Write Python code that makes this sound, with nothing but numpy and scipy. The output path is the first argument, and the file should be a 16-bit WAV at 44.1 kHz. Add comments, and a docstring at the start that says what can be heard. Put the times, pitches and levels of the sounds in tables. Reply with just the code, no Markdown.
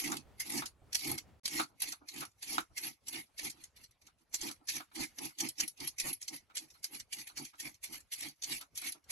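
"""A swivel peeler strips a carrot whose tip rests on a plastic cutting mat, close to a two-port phone in a kitchen.
Each stroke is noise shaped in loudness and colour: the blade bites, then tears through wet fibres.
Touches and flicks crack and ring the blade; the board hums, knocks and bumps under the carrot.
A small hard room adds short reflections. Behind it lies unsteady noise, with a low rumble at first.
Everything falls silent once, very briefly."""
import sys
import numpy as np
from scipy import signal
from scipy.fft import rfft, irfft, next_fast_len
from scipy.io import wavfile
from scipy.ndimage import uniform_filter1d

SR = 44100
rng = np.random.default_rng(int(sys.argv[2]) if len(sys.argv) > 2 else 0)


def waveform_to_disk(signal):
    """Save audio, clipped to [-1, 1], as 16-bit WAV at the path in sys.argv[1]."""
    frames = np.transpose(np.atleast_2d(signal))
    scaled = np.clip(frames, -1, 1) * 32767
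    samples = np.round(scaled).astype(np.int16)
    wavfile.write(sys.argv[1], SR, samples)


N = 401971
T = np.arange(N) / SR  # time of every sample, s
SIZE = next_fast_len(N)
HZ = np.maximum(np.arange(SIZE // 2 + 1) * SR / SIZE, 1)  # every frequency of the spectrum


def undb(db):
    """Turn dB into a gain."""
    return 10 ** (np.asarray(db) / 20)


def unit(x):
    """Scale to an average strength (rms) of 1."""
    return x / np.sqrt(np.mean(x ** 2))


def across(table):
    """Read a (frequency [Hz], value) table at every frequency, on a logarithmic scale."""
    hz, value = np.transpose(table)
    return np.interp(np.log(HZ), np.log(hz), value)


def modes(table):
    """Add up damped resonators, every second one turned upside down."""
    total = 0
    for k, (hz, width_hz, db) in enumerate(table):
        detuning = (HZ ** 2 - hz ** 2) / (HZ * width_hz)
        total = total + (-1) ** k * undb(db) / (1 + 1j * detuning)
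    return total


def through(x, response):
    """Filter a sound; white noise of rms 1 keeps rms 1."""
    filtered = irfft(rfft(x, SIZE) * response, SIZE)[..., :N]
    return filtered / np.sqrt(np.mean(np.abs(response) ** 2))


def walk(rate):
    """Glide between random levels, `rate` of them per second; spread 1."""
    step = int(SR / rate)
    levels = np.repeat(rng.standard_normal(N // step + 1), step)
    return unit(uniform_filter1d(levels, step)[:N])


def patches(shape, bins, frames):
    """Smooth random hills over frequency and time; spread 1."""
    hills = uniform_filter1d(rng.standard_normal(shape), bins, axis=0)
    return unit(uniform_filter1d(hills, frames, axis=1))


def shifting(x, broad_db, fine_db):
    """Let the colour wander: broad bands drift, narrow ones come and go."""
    spectra = signal.stft(x, nperseg=512, noverlap=384)[2]
    shape = spectra.shape[1:]
    gain = undb(broad_db * patches(shape, 25, 13) + fine_db * patches(shape, 2, 12))
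    return signal.istft(spectra * unit(gain), nperseg=512, noverlap=384)[1][:, :N]


def grit(scatter_db, patchy_db, rate):
    """Dense snaps of uneven size, in patches as of stick and slip: one common set, then one per port."""
    size_db = scatter_db * rng.exponential(1, N) + patchy_db * walk(rate)
    return unit(rng.standard_normal((3, N)) * undb(size_db))


def blows(times, dbs, t60s, rises_s):
    """Add up the loudness of blows: a quick swell, then a fall of 60 dB in t60 seconds."""
    out = np.zeros(N)
    for s, db, t60, rise_s in zip(*np.broadcast_arrays(times, dbs, t60s, rises_s)):
        span = slice(max(int((s - 6 * rise_s) * SR), 0), int((s + 1) * SR))
        t = T[span] - s
        out[span] += undb(db - 60 * np.maximum(t, 0) / t60) / (1 + np.exp(-t / rise_s))
    return out


def slopes(t, rise_db_s, fall_db_s, hold_s=0):
    """A steady climb in dB to a peak at t = 0, a hold, a steady fall."""
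    return rise_db_s * np.minimum(t, 0) - fall_db_s * np.maximum(t - hold_s, 0)


# How far the left port runs ahead: (frequency [Hz], phase lead [radians])
LEFT_LEAD = [(0, 0), (860, 0.9), (2580, 8.7), (5770, 18.0), (6370, 19.1), (8700, 18.8), (9820, 15.9),
             (10400, 15.7), (11800, 12.6), (12700, 12.6), (13400, 9.5), (14000, 9.6), (14700, 6.3),
             (15700, 6.3)]
# How much louder the left port is: (frequency [Hz], left minus right [dB])
LEFT_BALANCE = [(60, -21.5), (110, 3.5), (200, -9.5), (380, -8), (700, 6), (1290, -0.5), (2380, -5.5),
                (4400, -3), (8120, -1), (15000, 1.5)]
# Sound that reaches each port by its own path: (frequency [Hz], share [0-1])
OWN_PATH = [(300, 0.5), (1500, 0.75), (3000, 1), (6000, 0.65), (9000, 0.85), (12000, 0.2)]


def ports(x):
    """Both ports hear a common part with a lag and a balance, plus a part of their own treated alike."""
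    lead = np.interp(HZ, *np.transpose(LEFT_LEAD))
    left = undb(across(LEFT_BALANCE) / 2) * np.exp(.5j * lead)  # the right port gets the opposite half
    own = across(OWN_PATH)
    spectra = rfft(x, SIZE)
    mixed = np.sqrt(1 - own ** 2) * spectra[0] + own * spectra[1:]
    return irfft(mixed * np.array([left, 1 / left]), SIZE)[:, :N]


ROOM_T60_S, ROOM_DB = 0.11, -9


def heard(envelope, response, snaps):
    """A source straight into the ports, plus wall reflections as smooth noise that dies away."""
    fall = undb(-120 / ROOM_T60_S / SR)  # acts on energy, so 60 dB in ROOM_T60_S
    energy = signal.lfilter([1 - fall], [1, -fall], envelope ** 2)
    wet = undb(ROOM_DB) * np.sqrt(energy)
    direct = ports(through(envelope * snaps, response))
    return direct + through(wet * rng.standard_normal((2, N)), response)


# Colour of the steady background: (frequency [Hz], relative level [dB per Hz])
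AIR_COLOUR = [(15, -35), (25, 7), (81, 14), (250, 0), (928, -3), (2130, -9), (6190, -17), (9890, -20),
              (11300, -21), (12500, -26), (16200, -56.5), (22000, -120)]
AIR_DB, RUMBLE_DB, RUMBLE_STOP_S = -75.5, -68, 1.5


def kitchen():
    """Unsteady air and appliance noise, with a low resonant rumble that stops early on."""
    shared, own = rng.standard_normal((2, N)), rng.standard_normal((2, 2, N))
    air, low = .8 * shared[:, None] + .6 * own  # partly alike on the left and right
    air = shifting(through(air, undb(across(AIR_COLOUR))), 3.4, 3.3)
    air = undb(AIR_DB + 3.0 * walk(13)) * air
    low = through(low, modes([(78.4, 23, -2), (490, 760, -22.0)]))  # (Hz, width Hz, dB)
    rumble = undb(RUMBLE_DB + 3.5 * walk(12)) * low * (T < RUMBLE_STOP_S)
    return air + rumble


# Knocks and scuffs of the carrot on the board: (time [s], level [dB], swell [ms])
CARROT_KNOCKS = [(0.12, -34, 1.8), (0.622, -36, 0.84), (1.598, -24.5, 3), (1.927, -46.5, 1.2),
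                 (2.222, -36, 3.7), (2.581, -29.5, 0.25), (3.564, -67, 3), (4.08, -60.5, 4),
                 (4.499, -45, 5), (4.802, -43.5, 1.1), (4.915, -60, 0.88), (5.304, -61, 4.2),
                 (6.5, -55, 2.4), (6.752, -63, 3.8), (7.182, -62, 3), (7.299, -53.5, 4.5),
                 (7.376, -49, 2.5), (7.539, -54.5, 3.5), (7.939, -52, 4), (8.616, -46.5, 5.4),
                 (8.822, -48.5, 2.7)]
# Dull bumps as the hand shifts the carrot: (time [s], level [dB])
HAND_BUMPS = [(1.699, -62.5), (2.017, -56), (2.707, -66), (3.29, -70), (4.21, -75), (4.614, -62),
              (8.949, -57)]
# Resonances of the struck board: (frequency [Hz], width [Hz], level [dB])
STRUCK_BOARD = [(300, 53, 9), (764, 190, 8.5), (1339, 210, 17.5), (1570, 85, -10), (2160, 350, 3),
                (3820, 170, 6.5), (4310, 440, -3.5)]
KNOCK_T60_S, SNAP_DB = .09, 0.5
BUMP_T60_S, BUMP_SWELL_S, BUMP_TOP_HZ = 0.13, 0.0055, 790


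def knocks_and_bumps():
    """Blows excite the board; a quicker swell starts with a harder crack, and bumps lose their treble."""
    s, db, swell_ms = np.transpose(CARROT_KNOCKS)
    knock = blows(s, db, KNOCK_T60_S, swell_ms / 1000)
    knock += blows(s, db + SNAP_DB - 20 * np.log10(swell_ms / .3), .006, .0002)
    bump = blows(*np.transpose(HAND_BUMPS), BUMP_T60_S, BUMP_SWELL_S)
    board = modes(STRUCK_BOARD)
    dull_board = board / (1 + 1j * HZ / BUMP_TOP_HZ) ** 3
    snaps = grit(1.5, 1.7, 400)
    return heard(knock, board, snaps) + heard(bump, dull_board, snaps)


# Pulls of the blade, and lighter brushes while the carrot is turned:
# (bite time [s], bite level [dB], wait before the cut [s], cut length [s], tearing level [dB],
#  swell over the cut [dB], board hum level [dB], hum crest as share of the cut [0-1])
PULLS = [(0.0, -36, .001, 0.15, -39, -5, -40.5, 0.74), (0.407, -40.5, 0.055, .15, -39, 5.5, -45, .6),
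         (0.968, -52, 0.023, 0.16, -39, -0.5, -44, 0.68), (1.446, -51, 0.038, .12, -38, 18, -45.5, 0.8),
         (1.831, -35.5, 0.035, 0.052, -42.5, -1, -63.5, 0.38),
         (2.087, -47.5, 0.058, 0.086, -42.5, 2.1, -50, 0.56),
         (2.43, -40.5, 0.044, 0.11, -39.5, -2, -47.5, 0.67),
         (2.774, -42, 0.042, 0.066, -39, 6.5, -50.5, 0.73), (3.074, -52, 0.05, 0.08, -41.5, 1, -52, 0.55),
         (3.395, -40, 0.031, 0.05, -38.5, 8.5, -49, 0.5), (3.558, -80, 0.015, 0.085, -61.5, -4, -69, 0),
         (3.769, -55.5, .02, 0.054, -62, 7, -88, .55), (4.018, -66, 0.0089, 0.054, -67, 7, -82, .9),
         (4.194, -81, .015, 0.018, -71, -1, -79, .55), (4.34, -43, 0.068, 0.092, -40, -1, -51, 0.63),
         (4.697, -35, .04, 0.055, -40.5, 0, -53.5, 0.57),
         (4.957, -41, 0.014, 0.067, -42, 21.5, -45.5, 0.59),
         (5.185, -47, 0.034, 0.053, -39.5, 3.5, -45, 0.4),
         (5.402, -37.5, 0.031, 0.046, -42, -2, -45.5, 0.08), (5.598, -35.5, 0.024, 0.033, -44, -7, -50, 0),
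         (5.808, -48, 0.019, 0.046, -42, -0.5, -50.5, 0.17), (6.006, -39, 0.023, 0.072, -38, 8, -47, 0.72),
         (6.218, -49.5, .11, 0.022, -41, 7, -55, 0.1), (6.566, -42.5, 0.046, 0.044, -56.5, -2, -63.5, 0.27),
         (6.689, -66, .02, 0.1, -67.5, 0, -89, .55), (6.842, -48.5, 0.083, 0.044, -45, 10, -56.5, 0.4),
         (7.128, -41.5, 0.046, 0.051, -45, .1, -57.5, 0.35),
         (7.273, -51.5, 0.0075, 0.028, -59, -8, -86, 0.6), (7.375, -39.5, 0.021, .03, -53, -3, -51, 0.4),
         (7.439, -55, 0.013, 0.034, -52.5, 5, -81, 0), (7.602, -39, 0.036, 0.05, -44.5, 2.5, -55.5, 0.52),
         (7.841, -39.5, 0.074, 0.053, -43, 3.5, -54.5, 0.24),
         (8.128, -40.5, 0.049, 0.093, -41, 2.5, -57, 0.84), (8.436, -44, 0.049, 0.089, -38, 0, -55.5, 0.29),
         (8.772, -42.5, 0.055, 0.075, -39, 1, -59.5, 0.44), (9.106, -40, 0.026, .01, -56, .1, -76, 0.3)]
BITE_RISE_DB_S, BITE_FALL_DB_S = 1301.5, 375
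CUT_RISE_DB_S, CUT_FALL_DB_S = 322, 421.5
ARCH_DB = 7  # how far both ends of a cut lie below its middle, before the swell
TRAIL_DB, TRAIL_FALL_DB_S = -27, 201  # the peel drags off after the cut; level relative to the tearing
# The hum is 6 dB down this far before its crest: a fixed time plus a share of the cut; it falls quicker
HUM_WIDTH_S, HUM_WIDTH_SHARE, HUM_FALL_SHARE = 0.021, 0.23, 0.83


def strokes():
    """Loudness of tearing and hum: a bite, an easing, an arched cut; the board hums up to one crest."""
    tear_energy, hum = np.zeros(N), np.zeros(N)
    for s, bite_db, wait_s, cut_s, tear_db, swell_db, hum_db, crest in PULLS:
        span = slice(max(int((s - .2) * SR), 0), int((s + .6) * SR))
        t = T[span] - s - wait_s  # time since the cut began
        along = np.clip(t / cut_s, 0, 1) - .5
        arch_db = swell_db * along - ARCH_DB * (2 * along) ** 2
        bite = bite_db + slopes(t + wait_s, BITE_RISE_DB_S, BITE_FALL_DB_S)
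        cut = tear_db + arch_db + slopes(t, CUT_RISE_DB_S, CUT_FALL_DB_S, cut_s)
        trail = tear_db + TRAIL_DB + slopes(t, BITE_RISE_DB_S, TRAIL_FALL_DB_S, cut_s)
        for part_db in (bite, cut, trail):
            tear_energy[span] += undb(part_db) ** 2
        off = (t - crest * cut_s) / (HUM_WIDTH_S + HUM_WIDTH_SHARE * cut_s)
        off = np.where(off > 0, off / HUM_FALL_SHARE, off)
        hum[span] += undb(hum_db - 6 * off ** 2)
    return np.sqrt(tear_energy), hum


# Resonances of the board under the carrot: (frequency [Hz], width [Hz], level before squaring [dB])
HUMMING_BOARD = [(137.5, 38, -5.5), (222.4, 62.5, -5), (317.6, 76, -2), (543, 66, -12), (802, 218, -9),
                 (1304, 120, -12)]


def board_hum():
    """The pressed carrot drives the board with rough noise; squaring the resonances sharpens them."""
    return heard(strokes()[1], modes(HUMMING_BOARD) ** 2, grit(1.5, 2.5, 40))


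# Resonances of frame and blade: (frequency [Hz], width [Hz], level [dB])
PEELER_MODES = [(2130, 350, -2), (4310, 410, 10), (6260, 1500, -2), (6400, 210, -9.5), (10960, 1200, 6.5)]


def frame():
    """The peeler passes the sound on directly and adds its own resonances."""
    return 1 + modes(PEELER_MODES)


# Colour of tearing fibres: (frequency [Hz], relative level [dB per Hz])
FIBRE_COLOUR = [(700, -17.5), (1400, -14.5), (2200, -2), (3200, -6), (6000, -7), (8500, -12.5), (11000, -6),
                (12400, -17), (13300, -52.5), (16000, -42)]


def tearing():
    """Wet fibres snap densely along each stroke and sound through the peeler."""
    return heard(strokes()[0], undb(across(FIBRE_COLOUR)) * frame(), grit(1.3, 2.0, 150))


# Blade touches, bites and flicks: (time [s], crack level [dB], blade ring minus crack [dB])
BLADE_HITS = [(.118, -31, -8), (0.168, -35, 0), (0.4002, -35, 4), (.576, -31, -2), (0.659, -33, 2.5),
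              (0.9302, -33, -11), (0.949, -21, -12), (1.1154, -36.5, 14.5), (1.1795, -33, -12),
              (1.457, -26, -26), (1.479, -32.5, -13), (1.507, -42, -8), (1.8032, -38.5, 3.5),
              (1.8203, -29, 7), (1.922, -34.5, 2), (2.087, -40.5, -19), (2.252, -42, -1), (2.316, -67, -14),
              (2.426, -38.5, -8), (2.5815, -35, -19), (2.604, -43.5, 6), (2.77, -46, -11),
              (2.7785, -33, -19), (3.0706, -45.5, -5), (3.083, -35, 2), (3.381, -40, -18),
              (3.3937, -52, -11), (3.499, -38, -1), (3.639, -43.5, -6), (3.764, -54, -20),
              (3.8394, -47, -18), (3.91, -66, 7), (4.0187, -58, -21), (4.067, -51.5, -22),
              (4.186, -70, -7.5), (4.33, -42, -13), (4.345, -24.5, -9), (4.4133, -34.5, -18),
              (4.5125, -38.5, -4), (4.6763, -37.5, -7), (4.6874, -25.5, -19), (4.954, -42, -25),
              (5.187, -36, -24), (5.387, -36, -13), (5.4047, -24.5, -27), (5.488, -37, 10.5),
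              (5.582, -44.5, -11), (5.602, -24, -24), (5.6782, -38.5, 13), (5.7758, -52.5, -13),
              (5.803, -38, -14), (5.8745, -31, 4.5), (5.9858, -34.5, -10), (5.9994, -26, -4),
              (6.129, -38, 10.5), (6.225, -39, -16.5), (6.281, -33.5, -19), (6.5545, -38, -2),
              (6.57, -28.5, -11), (6.7044, -50, -12), (6.831, -46, 1), (6.8424, -30, -4), (6.999, -40, -4),
              (7.128, -32.5, -10), (7.2726, -44, -19), (7.375, -34.5, -15), (7.45, -40.5, -12),
              (7.555, -64, -6), (7.6024, -38, -14), (7.744, -52.5, -17), (7.8406, -38, -2),
              (7.925, -55, 19), (8.0034, -49.5, 0), (8.122, -40, -3), (8.1355, -33, -2), (8.2854, -43, 3),
              (8.361, -73, -2.5), (8.4237, -36.5, -11.5), (8.437, -27.5, -25), (8.6114, -41, 6),
              (8.7557, -42, -0.5), (8.775, -34, 8.5), (8.8168, -44, 13), (8.9215, -39.5, 5.5),
              (9.0416, -63, -23), (9.1062, -31, -17)]
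# Colour of bites and flicks: (frequency [Hz], relative level [dB per Hz])
CRACK_COLOUR = [(700, -20), (1500, -14), (3000, -4), (6000, -0.5), (9000, -6.5), (12000, -11.5),
                (13300, -57.5), (16000, -57)]
TOUCH_GAP_S = .025  # a hit this close before another is a soft first touch
TOUCH_SWELL_S, CRACK_SWELL_S = .002, 0.0013
CRACK_T60_S, GLINT_DB, GLINT_T60_S, RING_T60_S = 0.057, -3.5, 0.021, 0.011
RING_HZ, RING_WIDTH_HZ = 11230, 45


def hits():
    """Each hit cracks through the peeler, glints brightly and rings the blade; returns cracks, ring."""
    s, db, ring_db = np.transpose(BLADE_HITS)
    touch = np.diff(s, append=np.inf) < TOUCH_GAP_S
    crack = blows(s, db, CRACK_T60_S, np.where(touch, TOUCH_SWELL_S, CRACK_SWELL_S))
    # the more a hit rings the blade, the stronger its sharp, bright glint
    glint = blows(s, db + .6 * ring_db + GLINT_DB, GLINT_T60_S, np.where(touch, TOUCH_SWELL_S, .0004))
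    ring = blows(s, db + ring_db, RING_T60_S, 0.00033)
    bright = modes([(9400, 3400, 0)]) ** 2 * undb(across(FIBRE_COLOUR))  # (Hz, width Hz, dB)
    cracks = heard(crack, undb(across(CRACK_COLOUR)) * frame(), grit(2.0, 2.3, 500))
    cracks += heard(glint, bright, grit(2.5, 1.5, 350))
    return cracks, heard(ring, modes([(RING_HZ, RING_WIDTH_HZ, 0)]), grit(2.2, .9, 370))


def blade():
    """Changing contact and angle shift the colour of tearing and cracks; the ring keeps its pitch."""
    cracks, ring = hits()
    return shifting(tearing() + cracks, 2.21, 4.16) + ring


def scene():
    """The peeler at work on the board, over the kitchen's background noise."""
    return kitchen() + knocks_and_bumps() + board_hum() + blade()


SILENCE_START_S, SILENCE_END_S = 1.398, 1.434
TOP_HZ = 16000


def record(dry):
    """Everything falls silent briefly, with soft edges; then the phone cuts the top."""
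    silent = 1. * (T > SILENCE_START_S) * (T < SILENCE_END_S)
    level = 1 - uniform_filter1d(silent, size=88)
    top_cut = signal.ellip(8, .2, 70, TOP_HZ, fs=SR, output="sos")
    return signal.sosfilt(top_cut, dry * level)


dry = scene()
out = record(dry)
waveform_to_disk(out)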